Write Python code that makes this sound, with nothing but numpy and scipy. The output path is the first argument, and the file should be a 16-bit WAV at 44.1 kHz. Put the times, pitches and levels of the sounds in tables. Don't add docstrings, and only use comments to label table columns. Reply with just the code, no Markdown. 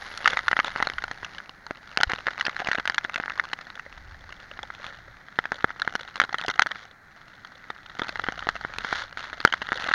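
import sys
import numpy as np
from scipy import signal
from scipy.fft import rfft, irfft, next_fast_len
from scipy.io import wavfile
from scipy.ndimage import uniform_filter1d

SR = 44100
rng = np.random.default_rng(int(sys.argv[2]) if len(sys.argv) > 2 else 0)


def unload_wav(signal):
    wavfile.write(
        sys.argv[1],
        SR,
        np.round(np.clip(np.atleast_2d(signal).T, -1, 1) * 32767).astype(np.int16),
    )


N = 438354
TAPS = 1024
TIME, TAP_HZ = np.arange(N) / SR, np.fft.rfftfreq(TAPS, 1 / SR)
THUD_HZ, RING_HZ, SPLASH_HZ, WIND_HZ = (100, 700), (900, 2500), (2600, 7000), (20, 120)
TURN_S = 4.7

# frequency in Hz, level in dB.
CASE_TONE = [(40, -19.5), (180, -10.5), (560, -11.5), (820, -6.5), (1120, -9), (1410, 0.5), (2020, -1.5),
             (2450, -12.5), (2950, -11), (4200, -16), (6600, -29.5), (16000, -61.5)]
# frequency in Hz, boost or cut in dB.
SIDE_WALL_TONE = [(350, -10.5), (600, -7), (1300, 3.5), (2100, 1.5), (2600, -3.5), (3400, 5.5), (4700, 0.5),
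                  (5600, 1.5)]


def gain_of(db):
    return 10 ** (np.asarray(db) / 20)


def tone_at(tone, hz):
    row_hz, row_db = np.transpose(tone)
    return np.interp(np.log(hz + 1), np.log(row_hz + 1), row_db)


def curves(rows):
    times, *columns = np.transpose(rows)
    return [np.interp(TIME, times, column) for column in columns]


def band_size(sound, band):
    size = next_fast_len(len(sound))
    hz = np.fft.rfftfreq(size, 1 / SR)
    inside = rfft(sound, size)[(hz > band[0]) & (hz < band[1])]
    return np.sqrt(2 * np.sum(abs(inside) ** 2) / size + 1e-20)


def unit_level(sound, band):
    return sound * np.sqrt(len(sound)) / band_size(sound, band)


def coloured(sound, tone):
    size = next_fast_len(len(sound) + TAPS)
    gains = gain_of(tone_at(tone, np.fft.rfftfreq(size, 1 / SR)))
    return irfft(rfft(sound, size) * gains, size)[:len(sound)]


def ring(tone_db):
    log_gain = np.log(gain_of(np.r_[tone_db, tone_db[-2:0:-1]]))
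    spectrum = np.exp(np.conj(signal.hilbert(log_gain)))
    return irfft(spectrum[:len(tone_db)])


def add(mix, start_s, sound):
    part = mix[max(round(start_s * SR), 0):][:len(sound)]
    part += sound[:len(part)]


def shower(per_s, spread_db, even_s):
    lands = rng.random(N) < per_s / SR
    hits = lands * gain_of(spread_db * np.minimum(rng.exponential(1, N), 4))
    window = int(even_s * SR)
    power = uniform_filter1d(uniform_filter1d(hits ** 2, window), window)
    return hits / np.sqrt(abs(power) + 1e-6)


def rainfall(sheet_fall_s=0.042):
    # time in seconds, patter and spray levels in relative dB.
    gusts = [(0, -48, -46), (0.8, -47.5, -57.5), (1.35, -46, -54), (1.58, -62.5, -65.5), (1.85, -55, -59),
             (2.25, -40.5, -54), (3.4, -43.5, -61), (4.1, -57, -60), (4.65, -51, -59.5), (5.24, -59.5, -66),
             (5.45, -47.5, -63), (6.7, -41, -62.5), (7.0, -72.5, -75), (7.15, -59, -65.5), (7.84, -54, -65),
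             (8.1, -39.5, -56), (8.8, -44, -57.5), (9.1, -50, -90), (9.4, -47, -53.5), (9.94, -47, -63)]
    # peak time and build-up in seconds, slush and spray levels in relative dB.
    sheets = [(0.3, 0.053, -36, -51), (0.674, 0.026, -40.5, -55), (0.785, 0.025, -38, -67),
              (2.68, 0.063, -44.5, -70), (4.891, 0.074, -46, -58), (6.8, 0.044, -57, -53),
              (8.98, 0.09, -38.5, -40), (9.24, 0.048, -41.5, -50.5), (9.91, 0.12, -34.5, -55)]
    patter_db, gust_spray_db = curves(gusts)
    sheet_power = np.full((2, N), 1e-12)
    for peak_s, build_s, *levels_db in sheets:
        width_s = np.where(TIME < peak_s, build_s, sheet_fall_s)
        swell = np.exp(-((TIME - peak_s) / width_s) ** 2)
        sheet_power += gain_of(levels_db)[:, None] ** 2 * swell
    slush_power, spray_power = sheet_power
    spray_power += gain_of(gust_spray_db) ** 2
    return patter_db, 10 * np.log10(slush_power), 10 * np.log10(spray_power)


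def street(patter_db, level_db=-55.0, follow=0.14):
    # frequency in Hz, level in dB.
    wash_tone = [(30, -6.5), (170, -0.5), (500, -11.5), (800, -4), (1030, -9.5), (1400, 0.5), (1950, -1.5),
                 (2550, -18), (3600, -36), (4100, -16), (4700, -27.5), (7000, -26.5), (10000, -56)]
    gust_db = uniform_filter1d(patter_db - patter_db.mean(), size=SR // 4)
    wash = coloured(rng.standard_normal(N), wash_tone)
    return gain_of(level_db + follow * gust_db) * unit_level(wash, RING_HZ)


def wind(trim_db=-3.0, lumpy_db=-1.0, eddies_per_s=9):
    # time in seconds, level in relative dB.
    wind_strength = [(0, -57), (1.1, -50.5), (1.45, -64), (2.08, -58), (3.7, -65), (4.09, -47), (4.4, -57),
                     (5.03, -52.5), (5.3, -62), (7.75, -66), (8.25, -52), (9.1, -56), (9.94, -56)]
    # frequency in Hz, level in dB.
    rumble_tone = [(10, -3.5), (33, 3.5), (110, -3.5), (2000, -76)]
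    rumble_db, = curves(wind_strength)
    eddies = np.interp(TIME * eddies_per_s, np.arange(TAPS), rng.standard_normal(TAPS))
    rumble = coloured(rng.standard_normal(N), rumble_tone) * gain_of(lumpy_db * eddies)
    return gain_of(rumble_db + trim_db) * unit_level(rumble, WIND_HZ)


def air_shoves(lag_s=0.016, slap_s=0.025, dull_hz=1500):
    # time in seconds, push level in dB, push frequency in Hz, water slap level in dB.
    shoves = [(2.076, -30.5, 48.3, -35.5), (8.772, -44, 55, -52)]
    out, size = np.zeros(N), int(slap_s * SR)
    for time_s, push_db, hz, slap_db in shoves:
        phase = 2 * np.pi * hz * (TIME - time_s)
        out += gain_of(push_db) * phase * np.exp((1 - phase ** 2) / 2)
        water = rng.standard_normal(size) * signal.windows.tukey(size)
        water = signal.lfilter(*signal.butter(1, dull_hz, fs=SR), water)
        slap = signal.fftconvolve(water, ring(tone_at(CASE_TONE, TAP_HZ)))
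        add(out, time_s + lag_s, gain_of(slap_db) * unit_level(slap, RING_HZ))
    return out


def mist(start_db=-54, fade_db_per_s=11, hz=10300, sharpness=5):
    hits = shower(per_s=1500, spread_db=5.0, even_s=0.12) * rng.choice([-1, 1], N)
    fizz = signal.lfilter(*signal.iirpeak(hz, sharpness, fs=SR), hits)
    return gain_of(start_db - fade_db_per_s * TIME) * fizz


def spray(spray_db, trim_db=-4.0):
    # frequency in Hz, level in dB.
    spray_tone = [(100, -24), (600, -0.5), (1100, 1.5), (1500, 5.5), (2050, 7), (2550, -8.5), (3300, -4),
                  (4200, -2.5), (6700, -14), (10500, -33.5), (14000, -42)]
    hits = shower(per_s=2200, spread_db=5.5, even_s=0.05) * rng.choice([-1, 1], N)
    hits = np.where(TIME > TURN_S, coloured(hits, SIDE_WALL_TONE), hits)
    sizzle = signal.oaconvolve(hits, ring(tone_at(spray_tone, TAP_HZ)))[:N]
    return gain_of(spray_db + trim_db) * unit_level(sizzle, SPLASH_HZ)


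def bubble(hz, fade_cycles=1.93):
    cycles = hz * np.arange(TAPS) / SR
    sound = np.sin(2 * np.pi * cycles) * (1 - np.exp(-cycles)) * np.exp(-cycles / fade_cycles)
    return sound / np.linalg.norm(sound)


def spot_tone(spread_db):
    bumps_hz = np.geomspace(500, 12000, num=22)
    return spread_db * np.interp(TAP_HZ, bumps_hz, rng.standard_normal(len(bumps_hz)))


def drop(turned, thud_db, splash_db, wetness, spot_db=5.0, blow_s=.00007, splatter_s=0.00092,
         rebound=0.52, tinkle_db=8, tinkle_hz=3300):
    t = np.arange(TAPS) / SR
    wall_db = tone_at(CASE_TONE, TAP_HZ) + turned * tone_at(SIDE_WALL_TONE, TAP_HZ)
    wall_db += spot_tone(spot_db * min(wetness, 1))
    blow = t * np.exp(-t / blow_s)
    rebound_delay = int(rng.uniform(.001, .005) * SR)
    blow += rebound * wetness * np.roll(blow, rebound_delay)
    fade_s = splatter_s * 2 ** rng.uniform(-1.5, 1)
    splatter = np.diff(rng.standard_normal(TAPS) * t * np.exp(-t / fade_s), prepend=0)
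    tinkle = bubble(tinkle_hz * np.sqrt(2) ** rng.uniform(-0.89, 1), fade_cycles=4)
    force = blow / band_size(blow, RING_HZ) + wetness * splatter / band_size(splatter, RING_HZ)
    force += wetness * gain_of(tinkle_db) * tinkle
    plain = signal.fftconvolve(force, ring(wall_db))[:TAPS]
    low_db, mid_db, high_db = (20 * np.log10(band_size(plain, band))
                               for band in (THUD_HZ, RING_HZ, SPLASH_HZ))
    tilt = [(420, thud_db - low_db + mid_db), (1200, 0), (2100, 0), (2900, splash_db - high_db + mid_db)]
    sound = signal.fftconvolve(force, ring(wall_db + tone_at(tilt, TAP_HZ)))[:TAPS]
    return sound / band_size(sound, RING_HZ)


def patter(patter_db, slush_db, thud_db=-17, splash_db=-11.0, vary_db=6.0, wetness=0.51,
           bubble_db=-9.5, bubble_vary_db=4, spots=32):
    hits = shower(per_s=105, spread_db=6.0, even_s=0.085) * gain_of(patter_db)
    hits += shower(per_s=440, spread_db=6.0, even_s=0.021) * gain_of(slush_db)
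    spot_hit, out = rng.integers(0, spots, N), np.zeros(N)
    colours = vary_db * rng.standard_normal((spots, 2)) + [thud_db, splash_db]
    pitches_hz = rng.permutation(np.geomspace(540, 2100, num=spots))
    levels_db = bubble_db + bubble_vary_db * np.linspace(-2, 2, spots)
    bubbles = [gain_of(db) * bubble(hz) for db, hz in zip(levels_db, pitches_hz)]
    walls = [[drop(turned, *colour, wetness) for colour in colours] for turned in (False, True)]
    for i in np.flatnonzero(hits):
        wall, spot = walls[int(TIME[i] > TURN_S)], spot_hit[i]
        add(out, TIME[i], hits[i] * (wall[spot] + bubbles[spot]))
    return out


def big_drops(splat_db=-6, splat_thud_db=-15, splat_splash_db=-12, droplet_db=-15, droplet_lag_s=.007):
    # start in seconds, ring level in dB,
    # then the low thud and the high splash, both in dB compared with the ring.
    knocks = [(0.1753, -11.5, -26, 0.5), (0.258, 10.5, -50, -13), (0.2761, 10, -28, -10),
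              (0.3323, -1.5, -14, -23), (0.3716, 4, -22, -14), (0.391, -0.5, -26, -11),
              (0.482, 8, -36, -13.5), (0.514, 2.5, -16, -13), (0.5304, 6, -17, -18), (0.567, 3.5, -20, -15),
              (0.591, 5.5, -13.5, -14), (0.6, 5.5, -62, -13), (0.646, -3.5, -13, -5.5),
              (0.6806, -6, -15, -9), (0.7607, -2, -12, -17), (0.802, 0, -12, -31),
              (0.8259, 5.5, -17.5, -13), (0.8714, -0.5, -9.5, -5.5), (0.8995, -5, -14, -9),
              (0.983, -1.5, -64, -14.5), (1.0398, -2, -17, -11), (1.1131, -5.5, -11.5, -10.5),
              (1.2465, -11, -38, 0), (1.3826, -12, -48, -4.5), (1.666, -13.5, -20, -7.5),
              (1.709, -6, -0.5, -15.5), (1.9734, 3.5, -11.5, -2.5), (2.0036, -7, -2, -2),
              (2.011, 2.5, -21, -11.5), (2.033, 9, -22, -5), (2.1178, -1.5, -31, -12),
              (2.1346, -2, -6.5, -6.5), (2.2686, 1.5, -17.5, -12), (2.2837, 2, -29, -22.5),
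              (2.41, 2.5, -56, -7.5), (2.4518, -8, -17, 1), (2.4653, -0.5, -21, -3.5),
              (2.482, -5.5, -4, -26), (2.495, -6.5, -42, -11), (2.5653, -4, -34, -14),
              (2.6019, -5.5, -7.5, -11), (2.672, -1.5, -12, -8.5), (2.6872, -3, -3, -13),
              (2.715, 4, -22, -11.5), (2.7315, -1, -47, -13), (2.7537, -0.5, -49, -12.5),
              (2.784, -3.5, -4.5, -12), (2.798, -2.5, -17, -12), (2.855, -2, -22, -13),
              (2.8759, 0, -23, -5), (2.898, 3, -21, -10.5), (2.9812, 6, -43, -10), (3.0484, -1.5, -13, -17),
              (3.142, -7, -26, -2.5), (3.1593, -0.5, -19, -8.5), (3.2, -3.5, -7, -18),
              (3.237, -5, -27, -40), (3.28, -4.5, -28, -39), (3.3045, -6, -28, -27),
              (3.3969, 6.5, -55, -19), (3.5314, -2.5, -28, -9), (3.7954, -8.5, -32, -15),
              (4.325, -15, -19, -6.5), (4.591, -10, -14, -16), (4.703, -8.5, -18, -34),
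              (4.843, -10.5, -14, -9), (5.3888, 6.5, -10.5, -14), (5.455, -3, -12, -16.5),
              (5.5195, 1, -6, -18), (5.6439, 9, -5, -21.5), (5.705, -7, -18, -24), (5.8187, 2.5, -31, -7.5),
              (5.8765, 3, -13, -20), (5.9534, 0.5, -4.5, -9), (6.2002, 10.5, -21, -14),
              (6.216, 4.5, -14.5, -9.5), (6.238, -2.5, -9, -8.5), (6.344, 2.5, -16, -15),
              (6.384, -9, -11, 0.5), (6.438, -9.5, -17, -6), (6.462, -26, -23, 11),
              (6.482, -3.5, -2.5, -2.5), (6.4917, -3, -8, -41), (6.5, -2, -17, -6.5),
              (6.5944, 12, -21.5, -13.5), (6.6207, 8.5, -21, -8), (6.6621, -4, -9, -18),
              (6.6687, -2, -27, -12), (6.716, -5, -47, -5.5), (7.4485, -17, -22, -6),
              (7.703, -6, -9.5, -11), (7.9949, -3, -5, -9.5), (8.0185, -1.5, -3.5, -6.5),
              (8.0921, -6.5, -4, -5), (8.1956, -1, -10.5, -15), (8.239, -6.5, -10, -16),
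              (8.2867, 1, -4, -13), (8.4703, -7.5, 4.5, -9), (8.4892, 4.5, -12.5, -11.5),
              (8.6493, -2.5, -6.5, -41), (8.7844, -11, -2, 1), (8.847, -2.5, -11.5, -11),
              (8.9275, 2, -8, -13), (9.173, -6, -16, -13.5), (9.33, -8.5, -10.5, -14),
              (9.403, -8.5, -9, -2.5), (9.4506, 17.5, -7, -23), (9.475, -2.5, -8, -3.5),
              (9.525, -1, -19, -3), (9.5378, 4.5, -18, -13), (9.6183, -4.5, -4, -5.5),
              (9.689, -5, -12.5, -12), (9.72, 3, -9.5, -18), (9.729, -1.5, -15, -14),
              (9.8894, -0.5, -11, -13), (9.9138, 0, -13, -33), (9.9378, 10, -42, -12.5)]
    # start in seconds, level in dB, pitch in Hz.
    plops = [(0.807, -10, 875), (1.989, -13, 716), (2.619, -7.5, 756), (4.634, -14.5, 840),
             (6.327, -10, 810), (6.448, -8, 735)]
    out = np.zeros(N)
    for start_s, db, thud_db, splash_db in knocks:
        turned = start_s > TURN_S
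        wetness = gain_of(splash_db / 2)
        add(out, start_s, gain_of(db) * drop(turned, thud_db, splash_db, wetness))
        droplet = drop(turned, splat_thud_db, splat_splash_db, wetness=0.74)
        lag_s = droplet_lag_s * 2 ** rng.uniform(-1.01, 1)
        add(out, start_s + lag_s, gain_of(db + droplet_db) * wetness * droplet)
    for start_s, db, hz in plops:
        splat = gain_of(splat_db) * drop(start_s > TURN_S, splat_thud_db, splat_splash_db, wetness=1)
        add(out, start_s, gain_of(db) * (bubble(hz) + splat))
    return out


def scene():
    patter_db, slush_db, spray_db = rainfall()
    rain = big_drops() + patter(patter_db, slush_db) + spray(spray_db) + mist()
    return (rain + street(patter_db) + wind() + air_shoves())[None]


def record(dry, ceiling=.88, hiss_db=-77, top_hz=16000):
    # frequency in Hz, boost or cut in dB.
    microphone_tone = [(6600, 2), (7300, -6), (7900, -26), (8200, -12), (8700, -5), (11000, -2.5),
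                       (13000, -15)]
    squashed = dry[0] / (1 + (dry[0] / ceiling) ** 8) ** (1 / 8)
    sound = coloured(squashed, microphone_tone) + gain_of(hiss_db) * rng.standard_normal(N)
    treble_cut = signal.firwin(511, top_hz, window=("kaiser", 9), fs=SR)
    return signal.oaconvolve(sound, treble_cut, "same")[None]


dry = scene()
out = record(dry)
unload_wav(out)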